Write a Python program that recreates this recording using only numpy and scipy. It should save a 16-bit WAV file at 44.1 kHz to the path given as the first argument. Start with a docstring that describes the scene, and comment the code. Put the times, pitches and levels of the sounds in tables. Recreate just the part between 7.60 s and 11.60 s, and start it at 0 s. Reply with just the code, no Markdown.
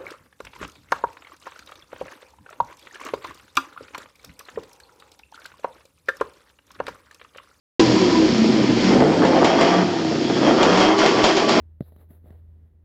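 """In a garage, an uncovered four-cylinder engine runs while a hand works its throttle.
Each firing is a pressure pulse. As the revs sink, the uneven pulse train excites the exhaust's
resonances and booms; on the throttle it barks and rasps, with a few sharp pops of unburnt fuel.
Valve gear and belts tick and hiss underneath, and reflections from the close walls smear the pulses."""
import sys
import numpy as np
from scipy import signal
from scipy.fft import rfft, irfft
from scipy.io import wavfile
from scipy.ndimage import uniform_filter1d

SR = 44100
rng = np.random.default_rng(int(sys.argv[2]) if len(sys.argv) > 2 else 0)


def wav_out(sig):
    """Save sig, one row per channel (or a flat mono array), as 16-bit PCM at SR to the path in sys.argv[1]."""
    wavfile.write(sys.argv[1], SR, np.round(np.clip(np.atleast_2d(sig).T, -1, 1) * 32767).astype(np.int16))


N = 176400
TIME = np.arange(N) / SR


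def from_db(db):
    """Amplitude ratio of a level: a factor of ten per 20 dB."""
    return 10 ** (np.asarray(db) / 20)


def rms_one(x):
    """Normalisation to unit mean power."""
    return x / np.sqrt(np.mean(x ** 2) + 1e-20)


def in_time(rows):
    """Linear interpolation of each column after the time column, at every sample."""
    times, *columns = np.transpose(rows)
    return [np.interp(TIME, times, column) for column in columns]


def evened(x, span_s):
    """Division by the running RMS: unit level over the span, while faster flutter stays."""
    size = max(int(span_s * SR), 2)
    power = uniform_filter1d(uniform_filter1d(x * x, size), size)
    return x / np.sqrt(np.abs(power) + 1e-12)


def coloured(x, spectrum, size=4096):
    """Minimum-phase filtering: folding the cepstrum gives the spectrum a causal response."""
    hz, db = np.transpose(spectrum)
    grid_hz = np.maximum(np.arange(size // 2 + 1) * SR / size, 1)
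    gain = from_db(np.interp(np.log(grid_hz), np.log(hz), db))
    cepstrum = irfft(np.log(gain))
    cepstrum[1:size // 2] *= 2
    cepstrum[size // 2 + 1:] = 0
    response = irfft(np.exp(rfft(cepstrum)))
    return signal.fftconvolve(x, response)[:N]


def resonance(x, hz, width_hz):
    """A damped oscillator driven by x, with unit gain at resonance."""
    radius = np.exp(-np.pi * width_hz / SR)
    feedback = [1, -2 * radius * np.cos(2 * np.pi * hz / SR), radius ** 2]
    return signal.lfilter(np.array([1, 0, -1]) * (1 - radius ** 2) / 2, feedback, x + 1e-18)


def band_pass(x, low_hz, high_hz):
    """Butterworth filtering: a flat band with sloping skirts."""
    return signal.sosfilt(signal.butter(3, [low_hz, high_hz], "band", fs=SR, output="sos"), x)


def dying(clicks, decay_s):
    """Exponential relaxation: each impulse decays from its own height."""
    return signal.lfilter([1], [1, -np.exp(-1 / (decay_s * SR))], clicks + 1e-18)


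def clicks_at(times, gains):
    """An impulse train; coincident impulses add."""
    return np.bincount(np.clip(times * SR, 0, N).astype(int), gains, N + 1)[:N]


def noise():
    """White noise: equal mean power per hertz."""
    return rng.standard_normal(N)


def garage(x, wet_db, positions=7, t60_s=0.26, wall_delay_s=0.003):
    """Reverberation: direct sound plus wall reflections whose pattern changes as the listener moves."""
    t = TIME[:SR // 3]
    reflections = 0
    for k in range(positions):
        distance = np.abs(TIME / TIME[-1] * (positions - 1) - k)
        crossfade = np.sqrt(np.maximum(1 - distance, 0))
        tail = rng.standard_normal(len(t)) * from_db(-60 * t / t60_s) * (t > wall_delay_s)
        reflections += signal.oaconvolve(x * crossfade, tail / np.linalg.norm(tail))[:N]
    return x + from_db(wet_db) * reflections


def rumble():
    """Band-limited noise: a faint, steady rumble near 100 Hz."""
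    # rumble spectrum: (frequency [Hz], relative level [dB])
    spectrum = [(20, -26), (60, -5), (100, 38.5), (160, 19.5), (300, -53)]
    return from_db(-47) * rms_one(coloured(noise(), spectrum))


def valve_gear(fired):
    """Amplitude-modulated noise: belts and valves hiss, ticking lightly in step with the firings."""
    # mechanical hiss spectrum: (frequency [Hz], relative level [dB])
    spectrum = [(900, -11), (2000, -2.5), (2900, -4), (3350, -2), (3750, -5.5), (4500, -1.5), (5500, -4),
                (6000, -11.5), (7000, -11.5), (7800, -24.5), (8700, -33)]
    # hiss envelope: (time [s], relative level [dB])
    envelope = [(0.23, -28.5), (1.15, -34), (1.26, -28), (1.44, -37.5), (1.84, -34.5), (1.85, -32),
                (1.94, -36), (2.02, -30.5), (2.29, -37), (3.02, -32.5), (3.03, -30.5), (3.1, -31.5),
                (3.21, -26.5), (3.36, -37.5), (3.39, -27), (3.62, -32.5), (3.65, -23.5), (3.76, -31.5),
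                (3.77, -26.5), (3.88, -35), (3.89, -24.5), (4.0, -30)]
    hiss_db, = in_time(envelope)
    ticking = rms_one(noise() * dying(fired, decay_s=0.0037))
    hiss = garage(coloured(noise() + from_db(-7.5) * ticking, spectrum), wet_db=-17.5)
    return from_db(hiss_db + 2.5) * evened(hiss, span_s=0.12)


def rings(fade_s=0.042):
    """Narrow resonances, driven by noise, each sing for a while over the engine."""
    # ringing modes: (start [s], end [s], frequency [Hz], bandwidth [Hz], level [dB])
    modes = [(.2, 0.384, 316.5, 5, -28), (0.792, 1.004, 321, 13, -31), (.8, 0.982, 219.5, 5.5, -19),
             (1.31, 1.701, 253, 8.9, -23), (1.34, 1.677, 439, 11, -23), (1.35, 1.9, 522, 16.2, -25.5),
             (.2, .6, 991, 37, -31.5), (0.897, 1.4, 1002, 36, -38.5), (1.814, 2.198, 1166, 10, -31.5),
             (2.954, 3.998, 1149, 6.4, -32), (2.648, 2.9, 3380, 150, -40.5), (3.108, 4, 397.3, 5.2, -25.5)]
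    ringing = 0
    for start, end, hz, width, db in modes:
        gate = np.clip(np.minimum(TIME - start, end - TIME) / fade_s + 1, 0, 1)
        ringing += from_db(db) * gate * evened(resonance(noise(), hz, width), span_s=0.35)
    return ringing


def hum(cycles, levels_db):
    """Harmonics of the cycle rate, the engine orders, swell and fade as they glide through resonances."""
    # engine orders: (multiple of the cycle rate [1], level trim [dB])
    orders = [(2, -0.5), (3, -2), (5, 0.5), (8, -5), (10, -2.5)]
    tone = 0
    for (order, trim_db), level_db in zip(orders, levels_db):
        phase = 2 * np.pi * (order * cycles + rng.random())
        tone += from_db(trim_db + level_db) * np.sqrt(2) * np.sin(phase)
    return tone


def pops():
    """Sudden combustion of unburnt fuel in the exhaust: a snap, a dying crack and a low push of air."""
    # exhaust pops: (time [s], crack level [dB], thump level [dB])
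    events = [(1.651, -23.5, -30), (1.846, -16, -19), (2.011, -19.5, -39), (3.030, -15, -32),
              (3.174, -22, -37), (3.388, -20.5, -40), (3.461, -18, -19.5), (3.641, -13.5, -14),
              (3.768, -20.5, -47), (3.893, -19.5, -38)]
    # spectra of the crack and the thump: (frequency [Hz], relative level [dB])
    crack_spectrum = [(150, -26), (350, 0), (800, 13.5), (1500, -3.5), (3200, -0.5), (5500, -11),
                      (7200, -9.5), (8700, -71.5)]
    thump_spectrum = [(10, -10), (25, -17), (50, -10), (90, -11.5), (180, -3.5), (400, -29), (1500, -69.5)]
    times, crack_db, thump_db = np.transpose(events)
    blows = clicks_at(times, from_db(crack_db))
    snap = from_db(3.5) * dying(blows, decay_s=0.0026)
    crack = rms_one(coloured(noise(), crack_spectrum)) * (dying(blows, decay_s=0.02) + snap)
    thump = coloured(clicks_at(times, from_db(thump_db)), thump_spectrum, size=16384)
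    thump *= from_db(thump_db.max()) / np.abs(thump).max()
    return garage(crack, wet_db=-9) + thump


def coughs():
    """Impulse response: a hard firing is one blunt pressure pulse that sets the pipe ringing."""
    # hard firings of the stumbling engine: (time [s], level [dB])
    events = [(0.923, -18), (0.928, -16), (1.103, -14.5), (1.322, -9.5), (1.350, -18), (1.369, -10),
              (1.409, -6.5), (1.423, -2), (1.733, -10), (2.525, -15.5), (2.700, -11), (2.770, -13),
              (2.832, -4.5), (2.878, -4), (2.910, -2.5)]
    # modes they excite: (frequency [Hz], bandwidth [Hz], relative level [dB])
    modes = [(260, 34, -4), (312, 41, 17.5), (442, 49, 11), (643, 80, 6), (850, 230, -17.5),
             (1260, 290, -28.5)]
    times, db = np.transpose(events)
    pulses = band_pass(clicks_at(times, from_db(db)) + 1e-18, low_hz=170, high_hz=1420)
    ringing = pipe(pulses, modes)
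    return garage(ringing * from_db(db.max()) / np.abs(ringing).max(), wet_db=-12)


def pipe(pressure, modes):
    """Modal superposition: the pipe's response is the sum of its resonances."""
    return sum(from_db(db) * resonance(pressure, hz, width) for hz, width, db in modes)


def firings(cycles, cylinders=4, jitter_s=0.0002, uneven_db=3):
    """A quasi-periodic impulse train: each cylinder fires once a cycle, and no two firings are alike."""
    # strength of each cylinder in firing order: (relative level [dB])
    cylinder_db = [2, -1, -2, -4]
    index = np.arange(int(cycles[-1] * cylinders))
    timing_scatter, level_scatter = rng.standard_normal((len(index), 2)).T
    times = np.interp(index / cylinders, cycles, TIME) + jitter_s * timing_scatter
    db = np.take(cylinder_db, index % cylinders) + uneven_db * np.minimum(level_scatter, 2)
    return clicks_at(times, from_db(db))


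def puffs(fired, turbulence_db, decay_s):
    """Turbulence: each firing's pressure pulse is followed by a decaying puff of noisy gas."""
    return rms_one(fired) + from_db(turbulence_db) * rms_one(noise() * dying(fired, decay_s))


def bark_and_rasp(fired, hardening=0.42, full_throttle_db=-17):
    """Pulses against flow noise: an open throttle hardens them to a bark and rasp; closed, gas rushes."""
    # throttle, as heard: (time [s], bark level [dB], rasp level [dB])
    throttle = [(0.23, -28.5, -35), (0.28, -26.5, -33), (0.66, -30, -36), (1.13, -31.5, -31),
                (1.26, -29, -32), (1.34, -22.5, -25.5), (1.39, -23.5, -33), (1.42, -18.5, -38),
                (1.44, -21, -34), (1.6, -27.5, -30), (1.63, -18, -33), (1.69, -21.5, -26.5),
                (1.7, -23.5, -34), (1.78, -16, -25.5), (1.81, -26, -29), (1.83, -10.5, -30),
                (1.84, -20.5, -31), (1.85, -16.5, -22), (1.98, -20, -28), (2.01, -16.5, -21),
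                (2.21, -20.5, -27.5), (2.25, -27.5, -33), (2.69, -32.5, -42.5), (2.71, -24, -33),
                (2.74, -34.5, -33), (2.78, -26, -29), (2.8, -28.5, -36), (2.88, -16, -20.5),
                (2.96, -23.5, -30.5), (3.01, -17.5, -22), (3.2, -18.5, -25.5), (3.21, -17, -18),
                (3.33, -18.5, -24.5), (3.38, -26.5, -33), (3.39, -25, -23), (3.43, -14, -21),
                (3.48, -23.5, -20), (3.55, -24.5, -30), (3.6, -19.5, -22), (3.63, -23, -26),
                (3.64, -19, -24), (3.7, -18, -23), (3.75, -26.5, -29), (3.78, -23.5, -21.5),
                (3.83, -20, -28), (3.86, -28, -30), (3.89, -23.5, -25), (4.0, -17, -23.5)]
    # spectra of the midrange bark and the higher rasp: (frequency [Hz], relative level [dB])
    bark_spectrum = [(200, -27), (380, -6), (440, -0.5), (480, -5), (522, -1.5), (600, -3), (680, 3.5),
                     (720, -4.5), (760, -0.5), (860, -4), (1050, -7.5), (1400, -12.5), (1900, -19),
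                     (4000, -58.5)]
    rasp_spectrum = [(700, -17.5), (1300, 1.5), (1600, 0), (2200, 2), (2700, -3), (3250, 2), (3800, -13.5),
                     (5500, -7.5), (8500, -38)]
    bark_db, rasp_db = in_time(throttle)
    hardness = from_db(hardening * (bark_db - full_throttle_db))
    bark_gas = hardness * puffs(fired, turbulence_db=5.5, decay_s=0.0015) + from_db(-3.5) * noise()
    bark = garage(coloured(bark_gas, bark_spectrum), wet_db=1.5)
    rasp_gas = hardness * puffs(fired, turbulence_db=15.5, decay_s=0.002) + from_db(-1) * noise()
    rasp = garage(coloured(rasp_gas, rasp_spectrum), wet_db=5.5)
    return (from_db(bark_db + 0.5) * evened(bark, span_s=0.033)
            + from_db(rasp_db - 2.5) * evened(rasp, span_s=0.02))


def boom(fired):
    """Forced resonance: the firings drive the low modes of the exhaust and the garage."""
    # lower and upper modes: (frequency [Hz], bandwidth [Hz], relative level [dB])
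    low_modes = [(126.7, 13, -10.5), (185.5, 16, -8.5), (222.7, 39, -0.5), (244.9, 6.7, -6)]
    high_modes = [(321.5, 8.7, 2.5), (366.4, 29, -2), (409, 18, -12), (458.4, 30, -15)]
    # boom envelope: (time [s], lower modes' level [dB], upper modes' level [dB])
    envelope = [(0.23, -24, -16.5), (0.27, -23, -17.5), (0.36, -20, -16), (0.39, -22, -26),
                (0.42, -22.5, -13.5), (0.51, -23, -21), (0.58, -18.5, -18.5), (0.65, -24.5, -15),
                (0.71, -19, -22.5), (0.82, -20.5, -23.5), (0.84, -18.5, -18), (1.05, -20.5, -17.5),
                (1.08, -22.5, -29.5), (1.11, -10, -15.5), (1.14, -24, -23), (1.17, -20, -18),
                (1.21, -22.5, -23), (1.36, -14, -13.5), (1.39, -18, -24), (1.42, -23.5, -24.5),
                (1.51, -20, -18), (1.53, -29, -26), (1.65, -18, -14.5), (1.69, -25, -23.5),
                (1.85, -19, -16.5), (1.9, -35, -31), (1.94, -21.5, -23), (2.21, -28.5, -17.5),
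                (2.25, -21, -27), (2.29, -31, -27), (2.82, -23, -18.5), (2.85, -21.5, -16),
                (3.09, -23.5, -18.5), (3.26, -28.5, -18.5), (3.32, -34, -17.5), (3.37, -32, -30),
                (3.39, -26.5, -17.5), (3.8, -30, -21.5), (3.99, -22, -19), (4.0, -23, -27)]
    low_db, high_db = in_time(envelope)
    gas = puffs(fired, turbulence_db=7, decay_s=0.0048)
    low = band_pass(pipe(gas, low_modes), low_hz=127, high_hz=331.5)
    high = band_pass(pipe(gas, high_modes), low_hz=270, high_hz=637)
    return (from_db(low_db - 0.5) * evened(low, span_s=0.033)
            + from_db(high_db - 1.5) * evened(high, span_s=0.033))


def scene():
    """Superposition beside the car: engine speed, integrated to phase, times the firings and the hum."""
    # engine speed and hum: (time [s], four-stroke cycle rate [Hz], levels of orders 2, 3, 5, 8, 10 [dB])
    revs = [(0.2, 42, -35, -37, -29, -12, -36), (0.3, 40.8, -39.5, -19.5, -30, -13.5, -37),
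            (0.38, 38.1, -46, -31.5, -24, -44, -22), (0.66, 30.94, -40.5, -43, -46, -32, -15),
            (0.71, 30.4, -41, -42, -35, -36, -30), (0.89, 27.37, -62, -52, -46, -15.5, -43.5),
            (0.99, 25.98, -59, -41, -32, -23, -26.5), (1.14, 24.16, -40, -68, -35, -26, -22.5),
            (1.31, 23.72, -50, -44, -35, -11, -38), (1.34, 24.71, -48, -37, -33, -28.5, -33),
            (1.46, 30.53, -49, -37, -24.5, -21, -24), (1.62, 36.35, -56, -32.5, -33, -32, -30),
            (1.91, 34.72, -52, -54, -32.5, -44, -22.5), (2.0, 33.78, -50, -39, -39, -22, -24),
            (2.19, 36.43, -57, -48, -19.5, -43, -23), (2.29, 35.44, -66, -40.5, -33.5, -52, -22.5),
            (2.75, 26.3, -66, -46, -36, -44, -33.5), (2.91, 28.49, -55, -57, -33, -43, -37),
            (3.0, 31.9, -52, -42.5, -39, -42, -28), (3.17, 36.87, -55, -34, -21, -29, -29),
            (3.29, 39.23, -62, -42, -34, -19, -33), (3.53, 43.29, -59, -45, -43, -51, -35),
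            (3.64, 43.71, -44, -26.5, -31, -30, -30), (3.67, 43.98, -43, -55, -30, -33, -32),
            (3.77, 44.38, -65, -38.5, -51, -33, -49), (4.0, 45.64, -49, -42, -23.5, -26, -28)]
    cycle_hz, *orders_db = in_time(revs)
    cycles = np.cumsum(cycle_hz) / SR
    fired = firings(cycles)
    background = rumble()
    engine = boom(fired) + hum(cycles, orders_db) + bark_and_rasp(fired) + valve_gear(fired)
    return (background + engine + rings() + coughs() + pops())[None]


def record(dry, start_s=0.1945, attack_s=0.003, surge_db=10.5, surge_s=0.019, ceiling=0.58):
    """The sound cuts in with a brief surge; saturation rounds the peaks and a low-pass cuts the top."""
    elapsed = np.maximum(TIME - start_s, 0)
    onset = np.minimum(elapsed / attack_s, 1)
    surge = from_db(surge_db * np.exp(-(elapsed / surge_s) ** 2))
    x = dry * onset * surge
    rounded = x / (1 + (x / ceiling) ** 4) ** 0.25
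    low_pass = signal.cheby2(16, 60, 9200, fs=SR, output="sos")   # 60 dB down from 9200 Hz
    return signal.sosfilt(low_pass, rounded)


dry = scene()
out = record(dry)
wav_out(out)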